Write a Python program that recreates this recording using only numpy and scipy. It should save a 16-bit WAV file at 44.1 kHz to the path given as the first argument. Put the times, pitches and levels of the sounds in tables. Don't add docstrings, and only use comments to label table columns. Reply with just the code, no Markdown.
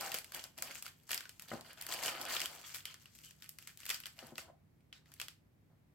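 import sys
import numpy as np
from scipy import signal
from scipy.fft import rfft, irfft, next_fast_len
from scipy.io import wavfile

SR = 44100
rng = np.random.default_rng(int(sys.argv[2]) if len(sys.argv) > 2 else 0)


def to_wav(sig):
    pcm = np.clip(np.atleast_2d(sig), -1, 1) * 32767
    pcm = np.round(pcm).astype(np.int16)
    wavfile.write(sys.argv[1], SR, pcm.T)


N = 262174
TIME_S = np.arange(N) / SR

# frequency in Hz, relative density in dB per Hz.
AIR_SPECTRUM = [(15, -41), (25, -31.5), (50, -13.5), (62, -6.5), (125, -5), (160, -9), (212, -10),
                (310, -15), (440, -20.5), (820, -25.5), (1260, -30.5), (2160, -31), (2800, -36),
                (6000, -41.5), (10000, -43), (13000, -39), (16000, -42.5)]
AIR_RMS_DB = -69.5
# frequency in Hz, rms level in dB before wavering and stereo lean.
HUM_TONES = [(69, -94), (98.5, -83), (154.4, -78)]

# start in seconds, length in seconds,
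# relative shred rustle in dB, film crinkle against that rustle in dB.
STROKES = [(-0.01, 0.1, -48, -3), (0.112, 0.063, -51.5, -3), (0.231, 0.12, -70.5, -2),
           (0.328, 0.069, -53.5, 0), (0.431, 0.02, -58, -4), (0.567, 0.032, -57.5, -7),
           (0.614, 0.1, -54, -5), (0.733, 0.043, -58, 1.5), (0.841, 0.018, -55, 1), (1.06, .03, -71.5, 4),
           (1.086, 0.057, -47.5, -5.5), (1.19, .055, -66, -2), (1.296, 0.079, -81, 4),
           (1.403, 0.046, -63, -5), (1.473, 0.08, -56, -5.5), (1.636, 0.074, -57.5, -10.5),
           (1.762, 0.15, -59, -9.5), (1.879, 0.082, -47, -3.5), (1.971, 0.061, -50, -6),
           (2.014, 0.072, -44.5, -1.5), (2.104, 0.18, -50, -11), (2.276, 0.089, -46.5, -1),
           (2.387, 0.056, -49, -4), (2.484, 0.24, -58.5, -2.5), (2.733, 0.029, -52.5, 1),
           (2.842, 0.1, -60.5, -10), (2.988, 0.037, -76.5, 8), (3.147, .07, -73, 4),
           (3.228, 0.042, -69.5, 10.5), (3.417, 0.021, -62, 2), (3.601, 0.054, -74.5, 4),
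           (3.665, 0.018, -58.5, -3), (3.78, .06, -64.5, -0.5), (3.871, 0.08, -54.5, -0.5),
           (3.924, 0.035, -64, 1), (4.159, 0.13, -65.5, -1), (4.362, 0.05, -59.5, -5),
           (4.939, 0.036, -71, -6), (5.048, 0.16, -75.5, -2), (5.186, 0.024, -62, -7.5)]
ATTACK_S, RELEASE_DB_PER_S = .009, 379
STIR_SHRED_DB, STIR_FILM_DB, STIR_LENGTH_S = -80.5, -78, 4.3
# time in seconds, rubbing against the rustle in dB.
CONTACT = [(0.0, -3.5), (0.7, -1), (0.8, -11.5), (1.12, -10), (1.42, -8), (1.7, -5), (2.05, -3), (2.2, 0),
           (2.35, -4.5), (2.55, 0.5), (2.7, -15), (4.0, -21.5)]
# start in seconds, length in seconds, relative level in dB.
PUSHES = [(1.51, 0.09, -54), (4.18, .15, -62), (4.41, 0.086, -62), (5.06, 0.046, -76), (5.199, 0.013, -61),
          (5.69, 0.041, -77)]

# frequency in Hz, relative density in dB per Hz.
SHRED_SPECTRUM = [(300, -24.5), (700, -13), (1250, -2), (1800, 1.5), (2500, 2), (3050, 6.5), (3800, -2.5),
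                  (4600, 7.5), (6000, -11), (8000, -9.5), (10000, 0.5), (16000, -11)]
CRINKLE_SPECTRUM = [(1000, -33), (3000, -7.5), (6000, 3.5), (8000, 6.5), (9700, -6), (12500, 5),
                    (20000, -6.5)]
CARDBOARD_SPECTRUM = [(80, -10.5), (200, -12.5), (300, -12), (400, -9), (520, -11.5), (670, -1), (760, -6),
                      (880, -5), (1250, -8), (1800, -12.5), (3000, -25)]
FILM_SPECTRUM = [(150, -20.5), (450, -15.5), (900, -13), (1350, -3), (2100, 2.5), (3000, 1), (3900, -4.5),
                 (4800, -1), (6000, -8), (8000, -1.5), (9700, -5.5), (12500, 1.5), (20000, -19.5)]
MAX_SLIP_STEPS = 4.5
SLIDING_HISS_RMS = .3

# start in seconds, relative level in dB, pitch of the buckling facet in Hz,
# treble against the middle band in dB.
SNAPS = [(0.0097, -34, 5600, 1.5), (0.1181, -29, 2750, -7), (0.1431, -33.5, 4580, 6.5),
         (0.1474, -31, 2930, -5), (0.186, -37.5, 4540, 4), (0.2445, -42.5, 2830, 0), (0.3207, -42, 1480, 0),
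         (0.3467, -39.5, 5900, 6.5), (0.44, -38.5, 5140, -0.5), (0.5787, -49, 3500, 8.5),
         (0.586, -39, 3240, -3), (0.6232, -31, 2440, 3.5), (0.7148, -43, 1850, -4), (0.7545, -37, 2320, -7),
         (0.8244, -40.5, 3070, 6), (0.858, -41, 3140, -11), (0.8637, -38, 1410, -2.5),
         (1.0924, -42.5, 1520, -1), (1.107, -29.5, 2730, -7), (1.1156, -31.5, 2400, 3.5),
         (1.131, -25.5, 2670, -14), (1.1447, -31.5, 2240, 4), (1.1771, -30, 4930, -7),
         (1.207, -38, 1510, -4), (1.2546, -41.5, 1460, -18), (1.2934, -41.5, 3080, -1.5),
         (1.3963, -41.5, 2670, 0.5), (1.422, -50.5, 2500, 10), (1.61, -44, 4260, -3.5),
         (1.731, -55.5, 2950, 8), (1.8123, -40, 5300, 5), (1.823, -40.5, 1890, 3.5), (1.8663, -38, 1270, 3),
         (1.904, -42, 1300, -6), (1.914, -38, 1260, -5), (1.9233, -28.5, 3050, -7),
         (1.938, -35.5, 4610, 3.5), (2.036, -32.5, 4020, -2), (2.06, -27.5, 3070, -3),
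         (2.0808, -24, 2870, -14), (2.2139, -38, 4240, 4), (2.2192, -47, 1440, 9), (2.2525, -38, 1250, -1),
         (2.3653, -22.5, 3200, -17), (2.3956, -32.5, 3190, -9), (2.403, -30, 5930, -3),
         (2.4164, -25, 3000, -8), (2.458, -30, 3320, -1.5), (2.529, -48, 2200, -17),
         (2.7456, -34, 2340, -2.5), (2.805, -45, 3530, -11), (2.8544, -31, 3120, -4),
         (2.9422, -42.5, 1770, -4.5), (3.0569, -42, 2800, -13), (3.151, -56.5, 6400, 5.5),
         (3.188, -50.5, 6400, -1), (3.242, -48, 2880, -14), (3.309, -47.5, 2800, -3),
         (3.423, -42.5, 3730, -5), (3.492, -46, 4900, 9.5), (3.5863, -42, 2140, -0.5),
         (3.6738, -39.5, 2310, -0.5), (3.774, -50.5, 3730, 6.5), (3.8033, -47.5, 2080, -1),
         (3.8326, -42, 2900, -13), (3.8542, -42, 1760, 3.5), (3.864, -36, 2540, -1.5),
         (3.8929, -31, 3630, -0.5), (3.9019, -23.5, 2600, -5), (3.9052, -30, 2350, -4),
         (3.9104, -29, 1990, -6), (3.9442, -33.5, 4830, -4), (4.002, -42.5, 2600, 2.5),
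         (4.036, -38, 2770, -20), (4.057, -31.5, 3020, -10), (4.0673, -40.5, 1720, 1.5),
         (4.19, -36.5, 2840, -12.5), (4.269, -61.5, 4630, 14.5), (4.3562, -44, 4060, -12),
         (4.3806, -30, 2600, -6.5), (4.806, -66.5, 2400, -14), (4.927, -37.5, 3060, -20.5),
         (5.0583, -56.5, 2000, -16), (5.1186, -51.5, 1600, -3), (5.1388, -53.5, 6090, 7),
         (5.1995, -31, 2870, -5.5), (5.2149, -30, 3100, -5.5), (5.2834, -37, 3140, -5.5)]
CRACK_DECAY_S = .00036
SNAP_BODY_DB, SNAP_BODY_DB_PER_OCTAVE = -6.5, -5.5
AVERAGE_FACET_HZ = 3000
FACET_RING_DB_PER_DB = 0.906

# peak time in seconds, time from peak to 1/e amplitude in seconds,
# rms level at the peak in dB, pitch in Hz.
DRAGS = [(0.042, 0.085, -56, 785), (2.15, 0.024, -57.5, 1258), (2.277, 0.017, -51, 1510),
         (2.356, 0.0079, -41, 1246), (2.455, 0.0055, -45, 3100), (2.65, 0.012, -56, 3300),
         (2.88, 0.017, -55.5, 3100), (3.272, 0.03, -65.5, 2960), (4.193, 0.021, -61, 657),
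         (4.497, 0.0094, -57, 631), (4.546, 0.01, -71, 707), (4.959, 0.022, -70.5, 3820)]
# start in seconds, relative level in dB, hardness of the contact as a cutoff in Hz.
BUMPS = [(1.516, -39, 2500), (1.5272, -42.5, 700), (1.535, -38.5, 342), (1.555, -53, 450),
         (0.144, -45.5, 900), (4.2274, -51.5, 1180), (4.237, -53, 101.7), (4.321, -48, 300),
         (4.3827, -48, 3500), (4.482, -60, 800)]
# frequency in Hz, level in dB before random scatter, t60 in seconds.
BOX_MODES = [(127, -10, .07), (163, -12, .08), (232, -3.5, .08), (335, -9, .08), (398, -3, .07),
             (520, 0, .06), (602, .5, .07), (700, 4, .02), (776, -.5, .07), (1270, 4, .035),
             (1475, 4.5, .03), (2000, 8, .025)]

# frequency in Hz, correlation from -1 to 1.
NEAR_LIKENESS = [(100, .94), (1000, 0.98), (3000, 0.72), (5000, 0.11), (8000, 0.089), (12000, 0.04)]
ROOM_LIKENESS = [(25, 0.41), (100, 0.97), (500, 0.1), (1500, 0), (4000, 0.072), (12000, 0)]
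# frequency in Hz, t60 in seconds.
ROOM_T60 = [(200, 0.28), (1000, 0.24), (4000, 0.245), (8000, 0.22), (15000, 0.2)]
CUTOFF_HZ = 16100


def from_db(db):
    return 10 ** (np.asarray(db) / 20)


def rms_one(x):
    return x / np.sqrt(np.mean(x ** 2) + 1e-20)


def unit_energy(x):
    return x / np.linalg.norm(x, axis=-1, keepdims=True)


def lean(x, db):
    return x * from_db(db * np.array([[.5], [-.5]]))


def at_hz(points, hz):
    freq_hz, value = np.transpose(points)
    return np.interp(np.log(hz + 1), np.log(freq_hz), value)


def drift(rate_hz):
    knots = rng.standard_normal(N // 20)
    return np.interp(TIME_S * rate_hz, np.arange(len(knots)), knots)


def convolve(x, response):
    return signal.fftconvolve(x, np.atleast_2d(response), axes=-1)[:, :x.shape[-1]]


def colour(x, spectrum, size=4096):
    gain = from_db(at_hz(spectrum, np.fft.rfftfreq(size, 1 / SR)))
    cepstrum = irfft(np.log(gain))
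    cepstrum[1:size // 2] *= 2
    cepstrum[size // 2 + 1:] = 0
    response = irfft(np.exp(rfft(cepstrum)))
    return convolve(x, response / np.linalg.norm(response))


def stereo(pair, likeness):
    size = next_fast_len(pair.shape[-1])
    mid, side = rfft(pair, size)
    alike = np.clip(at_hz(likeness, np.fft.rfftfreq(size, 1 / SR)), -1, 1)
    shared = np.sqrt((1 + alike) / 2) * mid
    opposed = np.sqrt((1 - alike) / 2) * side * [[1], [-1]]
    return irfft(shared + opposed, size)[:, :pair.shape[-1]]


def cut(x, hz, kind, order=2):
    edges_hz = np.clip(hz, 10, .45 * SR)
    return signal.sosfilt(signal.butter(order, edges_hz, kind, fs=SR, output="sos"), x)


def resonate(x, hz, width_hz):
    r = np.exp(-np.pi * width_hz / SR)
    numerator = np.array([1, 0, -1]) * (1 - r * r) / 2
    denominator = [1, -2 * r * np.cos(2 * np.pi * hz / SR), r * r]
    return signal.lfilter(numerator, denominator, x)


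def background(waver=0.37, hum_lean_db=-3):
    noise = stereo(rng.standard_normal((2, N)), ROOM_LIKENESS)
    air = from_db(AIR_RMS_DB) * colour(noise, AIR_SPECTRUM, size=16384)
    hum = 0
    for hz, db in HUM_TONES:
        amplitude = from_db(db) * np.sqrt(2) * (1 + waver * drift(21))
        hum = hum + amplitude * np.sin(2 * np.pi * hz * TIME_S + drift(5))
    return air + lean(hum, hum_lean_db)


def stroke(start_s, length_s):
    age_s = np.maximum(TIME_S - start_s, 0)
    swell = 1 - np.exp(-(age_s / ATTACK_S) ** 2)
    return swell * from_db(-RELEASE_DB_PER_S * np.maximum(age_s - length_s, 0))


def effort(movements):
    power = sum((from_db(db) * stroke(start_s, length_s)) ** 2 for start_s, length_s, db in movements)
    return 10 * np.log10(power + 1e-12)


def hands():
    shred_moves = [(start_s, length_s, db) for start_s, length_s, db, _ in STROKES]
    film_moves = [(start_s, length_s, db + film_db) for start_s, length_s, db, film_db in STROKES]
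    shred_db = effort(shred_moves + [(0.014, STIR_LENGTH_S, STIR_SHRED_DB)])
    film_db = effort(film_moves + [(0.11, STIR_LENGTH_S, STIR_FILM_DB)])
    inside_db = shred_db + np.interp(TIME_S, *np.transpose(CONTACT))
    rub_db = 20 * np.log10(np.hypot(from_db(inside_db), from_db(effort(PUSHES))))
    return rub_db, shred_db, film_db


def creases(per_s, spread_db, low_hz, high_hz, cycles, hiss, clump_db, shift_db, count=16):
    born = rng.random(N) < per_s * from_db(clump_db * drift(60)) / SR
    sizes = born * from_db(spread_db * np.minimum(rng.exponential(1, N), MAX_SLIP_STEPS))
    clicks = sizes * rng.choice([-1, 1], (2, N))
    facet = rng.integers(0, count, N)
    rings = 0
    for k, hz in enumerate(np.geomspace(low_hz, high_hz, count)):
        load = from_db(shift_db * drift(45))
        struck = clicks * (facet == k) * load + 1e-18
        rings = rings + resonate(struck, hz, hz / cycles) / np.sqrt(hz)
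    sliding = hiss * rng.standard_normal((2, N))
    return stereo(rms_one(rms_one(rings) + sliding), NEAR_LIKENESS)


def folds(shred_db, level_db=-6):
    ticks = creases(per_s=130, spread_db=2, low_hz=1100, high_hz=5200, cycles=7, hiss=0,
                    clump_db=3, shift_db=1.5)
    return lean(from_db(shred_db + level_db) * ticks, db=1.4)


def crackle(film_db, per_s=110, spread_db=2, level_db=-2):
    born = rng.random(N) < per_s / SR
    clicks = born * from_db(spread_db * np.minimum(rng.exponential(1, N), MAX_SLIP_STEPS))
    bursts = signal.lfilter([1], [1, -np.exp(-1 / (CRACK_DECAY_S * SR))], clicks + 1e-18)
    noise = stereo(bursts * rng.standard_normal((2, N)), NEAR_LIKENESS)
    cracks = colour(noise, FILM_SPECTRUM)
    return lean(from_db(film_db + level_db) * rms_one(cracks), db=-5.0)


def snaps(flutter_s=0.015, flutter_db=-22, rebound_s=0.0015, rebound_db=-7, facet_db=1, facet_q=7,
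          body_hz=1900, treble_hz=6200, level_db=15.0, lean_db=1.5, treble_s=0.0043, size=1024):
    out = np.zeros((3, N + size))
    t = np.arange(size) / SR
    rebound = from_db(rebound_db) * np.exp(-np.abs(t - rebound_s) / CRACK_DECAY_S)
    flutter = from_db(flutter_db) * np.exp(-t / flutter_s)
    shape = np.exp(-t / CRACK_DECAY_S) + rebound + flutter
    grains = rng.standard_normal((len(SNAPS), 2, size))
    for (start_s, db, hz, high_db), grain in zip(SNAPS, grains):
        near = stereo(grain, NEAR_LIKENESS) * shape
        ring_db = facet_db - FACET_RING_DB_PER_DB * high_db
        near = near + from_db(ring_db) * resonate(near, hz, hz / facet_q)
        crack = colour(np.vstack([near, t == 0]), FILM_SPECTRUM, size=512)
        body = cut(crack, body_hz, "low", order=3)
        middle = cut(cut(crack, body_hz, "high", order=3), treble_hz, "low", order=4)
        treble = cut(crack, treble_hz, "high", order=4) * np.exp(-t / treble_s)
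        body_db = SNAP_BODY_DB + SNAP_BODY_DB_PER_OCTAVE * np.log2(hz / AVERAGE_FACET_HZ)
        crack = unit_energy(middle) + from_db(body_db) * unit_energy(body)
        crack = crack + from_db(high_db) * unit_energy(treble)
        at = max(int(start_s * SR), 0)
        out[:, at:at + size] += from_db(db + level_db) * crack
    return lean(out[:2, :N], lean_db), out[2, :N]


def drags(q=9):
    out = np.zeros(N)
    for peak_s, fade_s, db, hz in DRAGS:
        chatter = resonate(resonate(rng.standard_normal(N), hz, hz / q), hz, 2 * hz / q)
        out += from_db(db) * rms_one(chatter) * np.exp(-((TIME_S - peak_s) / fade_s) ** 2)
    return out


def bumps(contact_s=0.00069, level_db=-9, size=8192):
    out = np.zeros((2, N + size))
    t = np.arange(size) / SR
    hz, mode_db, t60_s = np.transpose(BOX_MODES)[:, :, None]
    chances = rng.standard_normal((len(BUMPS), 2, len(BOX_MODES), 1))
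    for (start_s, db, hard_hz), (sign, scatter_db) in zip(BUMPS, chances):
        decay = from_db(mode_db + scatter_db - 60 * t / t60_s)
        modes = np.sign(sign) * decay * np.sin(2 * np.pi * hz * t)
        tap = rng.standard_normal(size) * np.exp(-t / contact_s)
        knock = cut(modes.sum(axis=0) + tap, 87, "high")
        knock = cut(knock, hard_hz, "low")
        at = int(start_s * SR)
        out[:, at:at + size] += from_db(db + level_db) * rms_one(knock) / 2
    return out[:, :N]


def room(source, first_s=0.0012, size=22050):
    t = np.arange(size) / SR
    edges_hz = np.geomspace(60, 21000, 9)
    tail = 0
    for low_hz, high_hz in zip(edges_hz, edges_hz[1:]):
        band = cut(rng.standard_normal((2, size)), [low_hz, high_hz], "band")
        t60_s = at_hz(ROOM_T60, np.sqrt(low_hz * high_hz))
        tail = tail + band * from_db(-60 * t / t60_s)
    response = unit_energy(stereo(tail, ROOM_LIKENESS) * (t > first_s))
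    return convolve(np.tile(source, (2, 1)), response)


def scene():
    rub_db, shred_db, film_db = hands()
    rub = creases(per_s=1800, spread_db=1.5, low_hz=222, high_hz=1720, cycles=2.0, hiss=1.0,
                  clump_db=2.5, shift_db=3.5)
    shred = creases(per_s=1400, spread_db=3, low_hz=924, high_hz=8700, cycles=4.7, hiss=SLIDING_HISS_RMS,
                    clump_db=3.5, shift_db=3.0)
    film = creases(per_s=1900, spread_db=0.5, low_hz=2770, high_hz=16500, cycles=3.6, hiss=SLIDING_HISS_RMS,
                   clump_db=6, shift_db=-3.0)
    rub = from_db(rub_db - 2) * rms_one(colour(rub, CARDBOARD_SPECTRUM))
    shred = lean(from_db(shred_db - 2) * rms_one(colour(shred, SHRED_SPECTRUM)), db=-1.5)
    film = lean(from_db(film_db + 1.0) * rms_one(colour(film, CRINKLE_SPECTRUM)), db=7.0)
    rustle = shred + folds(shred_db) + film + crackle(film_db) + drags()
    cracks, pulses = snaps()
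    box = lean(rub + bumps(), db=1.9)
    sent = from_db(-6.0) * pulses + from_db(-4.5) * rustle.mean(axis=0) + from_db(-7.5) * box.mean(axis=0)
    return cracks + rustle + box + room(sent) + background()


def record(dry):
    return signal.sosfilt(signal.ellip(10, .1, 80, CUTOFF_HZ, fs=SR, output="sos"), dry)


dry = scene()
out = record(dry)
to_wav(out)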